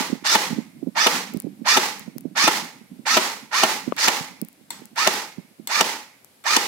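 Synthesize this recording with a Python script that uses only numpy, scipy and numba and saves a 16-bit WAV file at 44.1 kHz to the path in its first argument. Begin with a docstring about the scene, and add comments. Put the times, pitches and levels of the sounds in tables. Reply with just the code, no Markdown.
"""An electric airsoft rifle fires single shots from a shelter at a dry outdoor range, close to a phone.
One shot has just gone off, and its echo is dying away at the start; ten more follow. For each, a motor drives
gears that whine and rasp against a spring, then a piston slams home in a burst of noise with a bright crack,
and the shelter rings on. Between the slams steel parts click, fingers bump, tick and once knock on the phone.
The phone turns towards the muzzle and the grip's rumble dies down; a faint open-air hush runs throughout."""
import sys
import numpy as np
from scipy import signal
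from scipy.fft import rfft, irfft, next_fast_len
from scipy.io import wavfile
from numba import njit

SR = 44100
rng = np.random.default_rng(int(sys.argv[2]) if len(sys.argv) > 2 else 0)


def transcribe(u):
    """Save the signal u as a 16-bit wav file named by the first command-line argument.

    u: samples, shape (n,) or (channels, n), limited to [-1, 1]; the rate is SR.
    q: integer samples, one column per channel.
    """
    v = np.clip(np.atleast_2d(u).T, -1, 1)
    q = np.round(v * 32767).astype(np.int16)
    wavfile.write(sys.argv[1], SR, q)


N = 294147
TIME = np.arange(N) / SR
SIZE = next_fast_len(N + SR)  # room for a sound's tail when filtering
FREQ = np.maximum(np.arange(SIZE // 2 + 1) * SR / SIZE, 1)

# The shots; the first falls before the start. Each row: motor start in seconds, slam in seconds,
# whine level in dB, gear rasp level in dB, slam level in dB, time the gears take to bite in seconds.
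SHOTS = [(-.2, -0.078, 3, 0, 1.5, 0.018), (0.237, 0.355, -6.5, 1.5, 0, 0.018),
         (.947, 1.071, 3.5, -4.5, 2, 0.021), (1.644, 1.774, 5.5, -1, 1, 0.025),
         (2.35, 2.48, 4.5, 0, 0.5, 0.023), (3.053, 3.174, 2, -0.5, 2.5, 0.013),
         (3.507, 3.637, 3.5, -2.5, 1.5, 0.027), (3.961, 4.083, -15, 2, -0.5, 0.028),
         (4.953, 5.075, 2, -3, 1, .027), (5.682, 5.811, 1, -3, 0, 0.025), (6.438, 6.566, 2.5, -1, -2, .026)]
# Resonances of the gearbox and receiver. Each row: frequency in Hz, width in Hz,
# lift at the left microphone in dB, lift at the right in dB.
BODY_MODES = [(371, 54, 8.5, 1), (486.5, 19, 6, 9.5), (632, 55, 10.5, 7.5), (886, 180, 10.5, 10.5),
              (973, 21, 7.5, -5), (1353, 233, 12.5, 5), (1803, 163, 1, 11), (1968, 130, -5.5, 1),
              (2380, 350, -4.5, 8), (2770, 150, 7, 6), (3010, 170, -1, 9.5), (3518, 68, 1, 13),
              (3720, 150, 8.5, -0.5), (3930, 51, 1.5, -1), (4170, 90, 7, 0), (4610, 40, 0.5, -9),
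              (4725, 41, 0.5, 10.5), (5240, 29, 11.5, 5.5), (5700, 49, -3, 10), (5900, 80, 7.5, 2.5),
              (6250, 72, 12, -3), (6500, 50, 13, -3.5), (7300, 77, 3, 4.5)]
# Trigger and latch clicks. Each row: time in seconds, relative level in dB.
CLICKS = [(3.965, -10.5), (4.705, 0.5), (4.959, -14.5), (5.673, 3), (6.44, -17)]
# The clearest tiny dry ticks. Each row: time in seconds, relative level in dB.
TICKS = [(1.3368, -26), (1.3722, -22), (1.4007, -15.5), (1.9947, -19), (2.1822, -18), (4.415, -15.5),
         (4.4854, -25), (4.8553, -25.5), (6.246, -24.5)]
# Restlessness of the grip, which settles as the phone comes to rest. Each row: time in seconds, rumble in dB.
GRIP = [(0, -45.5), (1.4, -45.5), (2.9, -51.5), (4.3, -54), (5.5, -61), (6.2, -73.5)]
# The phone moves from beside the rifle towards its front.
# Each row: time in seconds, position from 0 (side-on) to 1 (near the muzzle).
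FACING = [(1, 0.026), (2.4, 0.16), (3.6, 0.78), (6.5, 1)]


def undb(db):
    """Turn decibels into a gain."""
    return 10 ** (np.asarray(db) / 20)


def unit(x):
    """Scale to an rms of 1."""
    return x / np.sqrt(np.mean(np.abs(x) ** 2))


def pan(db):
    """Left and right gains for a level difference, left minus right, in dB."""
    gains = undb(np.array([[1], [-1]]) * db / 2)
    return gains / np.sqrt(np.mean(gains ** 2, axis=0))


def slope(points):
    """Join (Hz, dB) points by straight lines on a log-frequency axis."""
    hz, db = np.transpose(points)
    return np.interp(np.log(FREQ), np.log(hz), db)


def response(points, modes=()):
    """A broad slope plus resonances, in each microphone's own measure, as a filter that never rings early."""
    db = slope(points)
    for hz, width, left_db, right_db in modes:
        peak = 1 / (1 + (2 * (FREQ - hz) / width) ** 2)
        db = db + np.array([[left_db], [right_db]]) * peak
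    # folding the cepstrum forward in time gives the phase of a sound that starts at once
    cepstrum = irfft(np.log(undb(db)), SIZE)
    cepstrum[..., 1:SIZE // 2] *= 2
    cepstrum[..., SIZE // 2 + 1:] = 0
    return unit(np.exp(rfft(cepstrum)))


def through(x, gain):
    """Pass a sound through a frequency response."""
    return irfft(rfft(x, SIZE) * gain, SIZE)[..., :N]


def air(split_hz):
    """Noise at two microphones: much alike below split_hz, unrelated well above."""
    likeness = .88 / (1 + (FREQ / split_hz) ** 4)
    shares = np.sqrt([(1 + likeness) / 2, (1 - likeness) / 2])
    mid, side = through(rng.standard_normal((2, N)), shares)
    return np.array([mid + side, mid - side])


def walk(rate):
    """Random drift with a spread near 1, heading for a new value `rate` times a second."""
    steps = rng.standard_normal(N // 20)
    return np.interp(TIME * rate, np.arange(len(steps)), steps)


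def along(curve, s):
    """Value of a control curve at time s."""
    return np.interp(s, *np.transpose(curve))


def add(track, s, sound):
    """Mix a sound into a track from time s on."""
    start = int(round(s * SR))
    first, last = max(start, 0), min(start + sound.shape[-1], track.shape[-1])
    if last > first:
        track[..., first:last] += sound[..., first - start:last - start]


def shake(t):
    """Quick random unevenness of gear teeth, new every few milliseconds."""
    knots = t[::100]
    return np.interp(t, knots, rng.standard_normal(len(knots)))


def shifting(x):
    """As the gears turn, their force wanders between three families of gearbox frequencies."""
    out = 0
    for k in range(3):
        family = (1 + np.cos(2 * np.pi * (FREQ / 950 + k / 3))) / 3
        out = out + through(x, family) * undb(3.5 * walk(45) - 1)
    return out


def gears(spin_up_s=.032, load=.1, whine_db=-22, rasp_db=-18.0, squeal_db=-26):
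    """The motor runs up and sags as the spring tightens; meshing teeth whine and rasp through the gearbox."""
    # Tones of the gear mesh. Each row: multiple of the mesh rate, level in dB.
    mesh_tones = [(1, -1.5), (1.44, -10), (2, -8.5)]
    # Broad colour of the rasp. Each row: frequency in Hz, level in dB.
    rasp_colour = [(100, -39.5), (350, -16.5), (560, -14), (720, -8), (1000, -3), (2000, 2), (3100, -5),
                   (4500, 6.5), (6500, 0.5), (8000, -5.5), (9500, -9), (15500, -15.5)]
    # Balance of the gears. Each row: frequency in Hz, left minus right in dB.
    gear_balance = [(200, -4.5), (700, -2.5), (1300, -8.5), (2300, -4), (4400, -2.5), (9000, -1)]
    stroke_teeth = 162  # sets the mesh rate before run-up and sag: a quicker shot whines higher
    squeal_front_db = -16  # the pinion is weaker from the front
    t = np.arange(SR // 4) / SR
    whine, growl, scrape = np.zeros((2, N)), np.zeros(N), np.zeros(N)
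    for start, slam_s, tone_db, teeth_db, _, bite_s in SHOTS:
        run = slam_s - start
        mesh_hz = stroke_teeth / run
        pinion_db = squeal_db + squeal_front_db * along(FACING, start) ** 2
        run_up = 1 - np.exp(-(t + .004) / spin_up_s)
        speed = run_up * (1.1 - load * np.minimum(t / run, 1) ** 2)
        # the teeth take up the load, and lose it as the piston slips free just before the slam
        bite = np.minimum(t / .01, 1) / (1 + np.exp(-(t - bite_s) / .007))
        force = bite * np.exp(-np.maximum(t - run + .018, 0) / .025)
        stumble = .03 * np.interp(t / 6, t, shake(t))  # slower unevenness
        uneven = 1 + .03 * shake(t) + stumble
        phase = 2 * np.pi * np.cumsum(mesh_hz * speed * uneven) / SR
        # the mesh tone gets extra drive while the motor accelerates
        torque = force * (1 + 2.6 * np.exp(-t / 0.02))
        for multiple, db in mesh_tones:
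            lag = rng.uniform(0, 2 * np.pi) + rng.normal(0, 0.51, (2, 1)) * multiple
            chatter = undb(2.5 * shake(t) + 3 * np.interp(t / 7, t, shake(t)) - .5)
            tone = torque * chatter * np.sin(multiple * phase + lag)
            add(whine, start, undb(whine_db + tone_db + db) * tone)
        # the loose pinion squeals in a rough cluster of tones
        for multiple in (2.85, 3.7, 3.85, 4.05, 4.6):
            slip = np.array([shake(t), shake(t)]) + rng.uniform(0, 2 * np.pi, (2, 1))
            squeal = force * speed ** 2 * np.sin(multiple * phase + slip)
            add(whine, start, undb(pinion_db) * squeal)
        # teeth grind once a mesh, with uneven force
        grit = undb(1.5 * shake(t)) * (1 + .7 * np.cos(phase))
        # slow teeth mostly growl; the bright scrape comes with speed
        add(growl, start, undb(rasp_db + 0.36 * teeth_db) * force ** 0.53 * grit)
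        add(scrape, start, undb(rasp_db + teeth_db) * force * speed ** 0.64 * grit)
    whine = through(whine, response([(400, -8), (800, 9.5), (6000, 20)], BODY_MODES))
    noise = shifting(air(1200))
    bright = 1 / (1 + (2800 / FREQ) ** 4)
    grinding = through(growl * noise, 1 - bright) + through(scrape * noise, bright)
    rasp = through(grinding, response(rasp_colour, BODY_MODES))
    return through(whine + rasp, pan(slope(gear_balance)))


def piston(slam_db=3, crack_db=0, crack_s=0.0027):
    """A quick cluster of blows shakes the receiver; the landing adds a bright crack."""
    # Blows of one stroke: gear lets go, piston slides, air leaves, piston lands, spring rebounds.
    # Each row: delay from the slam in seconds, level in dB, decay in seconds.
    stroke_blows = [(-.011, -22.5, 0.0033), (-.0065, -15.5, 0.0035), (-.0022, -1.5, 0.0011),
                    (.0005, -3, .003), (.005, -12, 0.008)]
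    # Broad colour of the slam. Each row: frequency in Hz, level in dB.
    slam_colour = [(50, -37), (100, -24.5), (190, 3), (350, 6.5), (520, -1), (900, 4), (1500, -2),
                   (2800, -0.5), (5000, -5.5), (8000, -10), (15500, -15)]
    crack_side_db = -24.5  # the crack is weaker from the side
    t = np.arange(SR // 10) / SR
    blows, cracks = np.zeros(N), np.zeros(N)
    for _, slam_s, _, _, db, _ in SHOTS:
        bright_db = crack_side_db * (1 - along(FACING, slam_s))
        for delay, blow_db, decay in stroke_blows:
            add(blows, slam_s + delay, undb(db + blow_db) * np.exp(-t / decay))
        add(cracks, slam_s, undb(bright_db) * np.exp(-t / crack_s))
    thud = through(blows * air(1400), response(slam_colour, BODY_MODES))
    crack_colour = [(100, -37.0), (500, -21), (3000, 16.0), (7000, 18), (15000, -7.0)]
    crack = through(cracks * air(1400), response(crack_colour))
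    return undb(slam_db) * thud * pan(-0.69) + undb(crack_db) * crack


def trigger(click_db=-19, ring_db=-39, ring_s=0.043):
    """Small steel parts snap hard, then buzz on more faintly in their resonances."""
    # Steel parts of the trigger group. Each row: frequency in Hz, width in Hz, left lift in dB, right lift in dB.
    latch_modes = [(935, 87, 11.5, 12.5), (2104, 150, 1.5, 20), (3540, 220, 20.5, 16.5),
                   (4290, 290, 13, 18.5), (7850, 600, 12, 9)]
    t = np.arange(SR // 3) / SR
    strike, buzz = np.zeros(N), np.zeros(N)
    contact = np.exp(-t / .0025)
    for s, db in CLICKS:
        add(strike, s, undb(db + click_db) * contact)
        add(buzz, s, undb(db + ring_db) * np.exp(-t / ring_s))
    snap_colour = [(50, -39.5), (200, -20.0), (900, -4.5), (4000, -6), (9000, -3), (15000, -3.0)]
    ring_colour = [(50, -35), (300, -11), (900, -8.5), (4500, -4), (8000, 4), (15000, -4)]
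    snap = through(strike * air(1200), response(snap_colour, latch_modes))
    ring = through(buzz * air(1200), response(ring_colour, latch_modes))
    return pan(3) * (snap + ring)


def shelter(echo_db=-19, build_s=0.055, low_t60=0.42, high_t60=.42, gear_share=0.21, click_db=-24):
    """Roof, walls and ground scatter each shot into a dense noisy tail that swells, then dies away."""
    # Broad colour of the echo. Each row: frequency in Hz, level in dB.
    echo_colour = [(80, -40.5), (200, -1), (450, 1.5), (680, -2), (900, 2), (1200, 4), (1600, 1.5),
                   (2100, 2.5), (3300, 0.5), (5000, 1), (6800, -2), (8500, -7.5), (15500, -13)]
    # Resonances that linger under the roof. Each row: frequency in Hz, width in Hz, left lift in dB, right in dB.
    hollow_modes = [(848.5, 120, 9, 10), (990, 53, 5, -0.5), (1950, 390, 1, 5), (3070, 120, -9, 2),
                    (4200, 120, 4, 1.5)]
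    # Balance of the echo. Each row: frequency in Hz, left minus right in dB.
    echo_balance = [(200, 2), (900, -2.5), (1400, -3.5), (2400, -7.5), (4400, -4), (9000, 0.5)]
    noise, out = through(air(1300), response(echo_colour, hollow_modes)), 0
    treble = 1 / (1 + (3000 / FREQ) ** 2)
    t = np.arange(SR) / SR
    for share, t60 in ((1 - treble, low_t60), (treble, high_t60)):
        # this is power, so it falls by 60 dB in t60 seconds
        tail = (1 - np.exp(-t / build_s)) * undb(-120 * t / t60)
        tail = tail / tail.max()
        power = np.zeros(N)
        for start, slam_s, _, rasp_db, db, _ in SHOTS:
            add(power, slam_s, undb(db) ** 2 * tail)
            add(power, (start + slam_s) / 2, gear_share * undb(rasp_db) ** 2 * tail)
        for s, db in CLICKS:
            add(power, s, undb(db + click_db) ** 2 * tail)
        out = out + through(noise, share) * np.sqrt(power)
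    # the far bank and trees return a faint later wash, strongest in the upper middle
    far = np.zeros(N)
    for _, slam_s, *_ in SHOTS:
        add(far, slam_s + 0.11, np.minimum(t / 0.091, 1) * np.exp(-t / 0.13))
    far_colour = [(200, -24.5), (850, -5.5), (1400, -12.5), (2200, 11.5), (3200, -6.5), (8000, -29.0)]
    out = out + undb(-26.5) * far * through(air(900), response(far_colour))
    return undb(echo_db) * through(out * undb(1.0 * walk(150)), pan(slope(echo_balance)))


def nudges(count=34):
    """Light random finger bumps, firmer while the grip is restless: rows of seconds, dB, Hz."""
    over_rumble_db, spread_db, centre_hz = 14, 4.5, 222.3
    when, force, pitch = rng.uniform(-1, 1, (count, 3)).T
    s = (np.arange(count) + (1 + when) / 2) / count * N / SR
    db = along(GRIP, s) + over_rumble_db + spread_db * force
    return list(zip(s, db, centre_hz * (1 + .15 * pitch)))


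def bumps(bump_db=0, swell_s=0.0031, lead_s=.002, scuff_db=-13):
    """Fingers push on the phone's case, which answers with a dull thud and a short scuff of skin."""
    # The firmest bumps. Each row: time in seconds, level in dB, settled pitch in Hz.
    firm_bumps = [(.003, -17.5, 253), (.096, -22, 270), (0.125, -12, 229), (.503, -20.5, 197),
                  (.525, -17, 204), (.582, -15.5, 226), (0.825, -20, 268), (.868, -16.5, 245),
                  (1.342, -17.5, 244), (1.362, -19, 184), (1.442, -20, 215), (1.466, -19.5, 290),
                  (1.614, -23.5, 221), (2.076, -21, 198), (2.159, -24, 222), (2.251, -16.5, 244),
                  (2.437, -19, 217.5), (2.99, -31, 219), (3.874, -14, 239), (4.204, -24.5, 163),
                  (4.42, -18.5, 221), (4.816, -31.5, 253), (5.379, -24, 180), (5.593, -27.5, 219)]
    bump_pan_db = -23.5  # left minus right: mostly the right microphone
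    knock_s, knock_db = 3.923, 6.5  # one harder fingertip knock
    t = np.arange(SR // 10) / SR
    thuds, contact = np.zeros((2, N)), np.zeros((2, N))
    for s, db, hz in firm_bumps + nudges():
        push = (t / swell_s) ** 2 * np.exp(2 - 2 * t / swell_s)
        ring = 0.52 * np.exp(-t / 0.013) * (1 - np.exp(-t / swell_s))
        cycles = hz * (t + .0012 * (1 - np.exp(-t / 0.0013)))  # the first contact is stiffer, so higher
        thud = (push + ring) * np.sin(2 * np.pi * cycles)
        add(thuds, s + lead_s, undb(db + bump_db) * pan(bump_pan_db) * thud)
        rub = np.exp(-np.abs(t - .014) / 0.013)
        add(contact, s - .008, undb(db + scuff_db) * pan(bump_pan_db) * rub)
    scuff_colour = [(60, -31.0), (180, 10.5), (350, 1), (600, -8), (900, -25.5), (2500, -51)]
    scuffs = through(contact * air(400), response(scuff_colour))
    force = np.zeros(N)
    add(force, knock_s, np.ones(1))
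    knock_colour = [(80, -25), (250, 9), (580, 11.5), (850, -1), (1150, 9),
                    (1800, -16), (2800, -11), (4500, -31.0), (12000, -57)]
    knock = through(force, response(knock_colour))
    case = 1 / (1 - 1j * 90 / FREQ) ** 2  # the stiff case passes little deep bass
    return through(thuds, case) + scuffs + undb(knock_db) * pan(19) * knock


def slips():
    """Skin slips in small steps, so a weaker tick comes near each clear one: rows of seconds, dB."""
    reach_s, weaker_db = .05, -11.5
    return [(s + reach_s * rng.uniform(-1, 1), db + weaker_db) for s, db in TICKS]


def fingers(tick_db=2, tick_s=0.00026):
    """The grip on the phone: a low uneven rumble of noise and tiny dry ticks."""
    tick_pan_db = 29  # left minus right: mostly the left microphone
    t = np.arange(SR // 10) / SR
    ticks = np.zeros((2, N))
    for s, db in TICKS + slips():
        fade = np.exp(-t / tick_s) + 0.017 * np.exp(-t / .004)
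        grain = rng.standard_normal(len(t)) * fade
        add(ticks, s + 0.0006, undb(db + tick_db) * pan(tick_pan_db) * grain)
    rumble_colour = [(40, -48.5), (100, -20.0), (190, -0.5), (270, -2.0), (450, -26.5), (900, -38), (3000, -62.5)]
    rumble = through(air(400), response(rumble_colour))
    rumble = rumble * undb(along(GRIP, TIME) + 7.0 * walk(25)) * pan(-7.5)
    return rumble + through(ticks, response([(500, -1), (3000, -13.0), (7000, -2.5), (13000, 4.0)]))


def field():
    """Faint open-air hush: coloured noise whose level drifts slightly."""
    # Colour of the hush. Each row: frequency in Hz, level in dB.
    hush_colour = [(15, -58), (25, -41), (108, -3.5), (754, -6.5), (1020, -11), (1290, -12.5),
                   (1520, -11.5), (5280, -14.5), (5730, -17.5), (11600, -13.5), (16000, -22.5)]
    hush_db = -58
    return undb(hush_db + .7 * walk(1.7)) * through(air(500), response(hush_colour))


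def scene():
    """Rifle, shelter, hand and field together."""
    return gears() + piston() + shelter() + trigger() + bumps() + fingers() + field()


@njit
def follow(x, attack, release):
    """Track loudness with an envelope that rises fast and falls slowly."""
    out, level = np.empty(len(x)), 0.
    for i in range(len(x)):
        level += (x[i] - level) * (attack if x[i] > level else release)
        out[i] = level
    return out


def record(dry, limit_db=-5, attack_s=0.00074, release_s=0.084):
    """The phone's limiter turns loud sound down, recovers slowly and rounds peaks; deep bass and top are cut."""
    top_hz = 15700
    envelope = follow(np.abs(dry).max(axis=0), 1 / (1 + attack_s * SR), 1 / (1 + release_s * SR))
    limited = np.tanh(dry / np.maximum(envelope / undb(limit_db), 1))
    bass_cut = signal.butter(2, 75, "highpass", fs=SR, output="sos")
    top_cut = signal.ellip(8, .2, 70, top_hz, fs=SR, output="sos")
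    return signal.sosfilt(top_cut, signal.sosfilt(bass_cut, limited))


dry = scene()
out = record(dry)
transcribe(out)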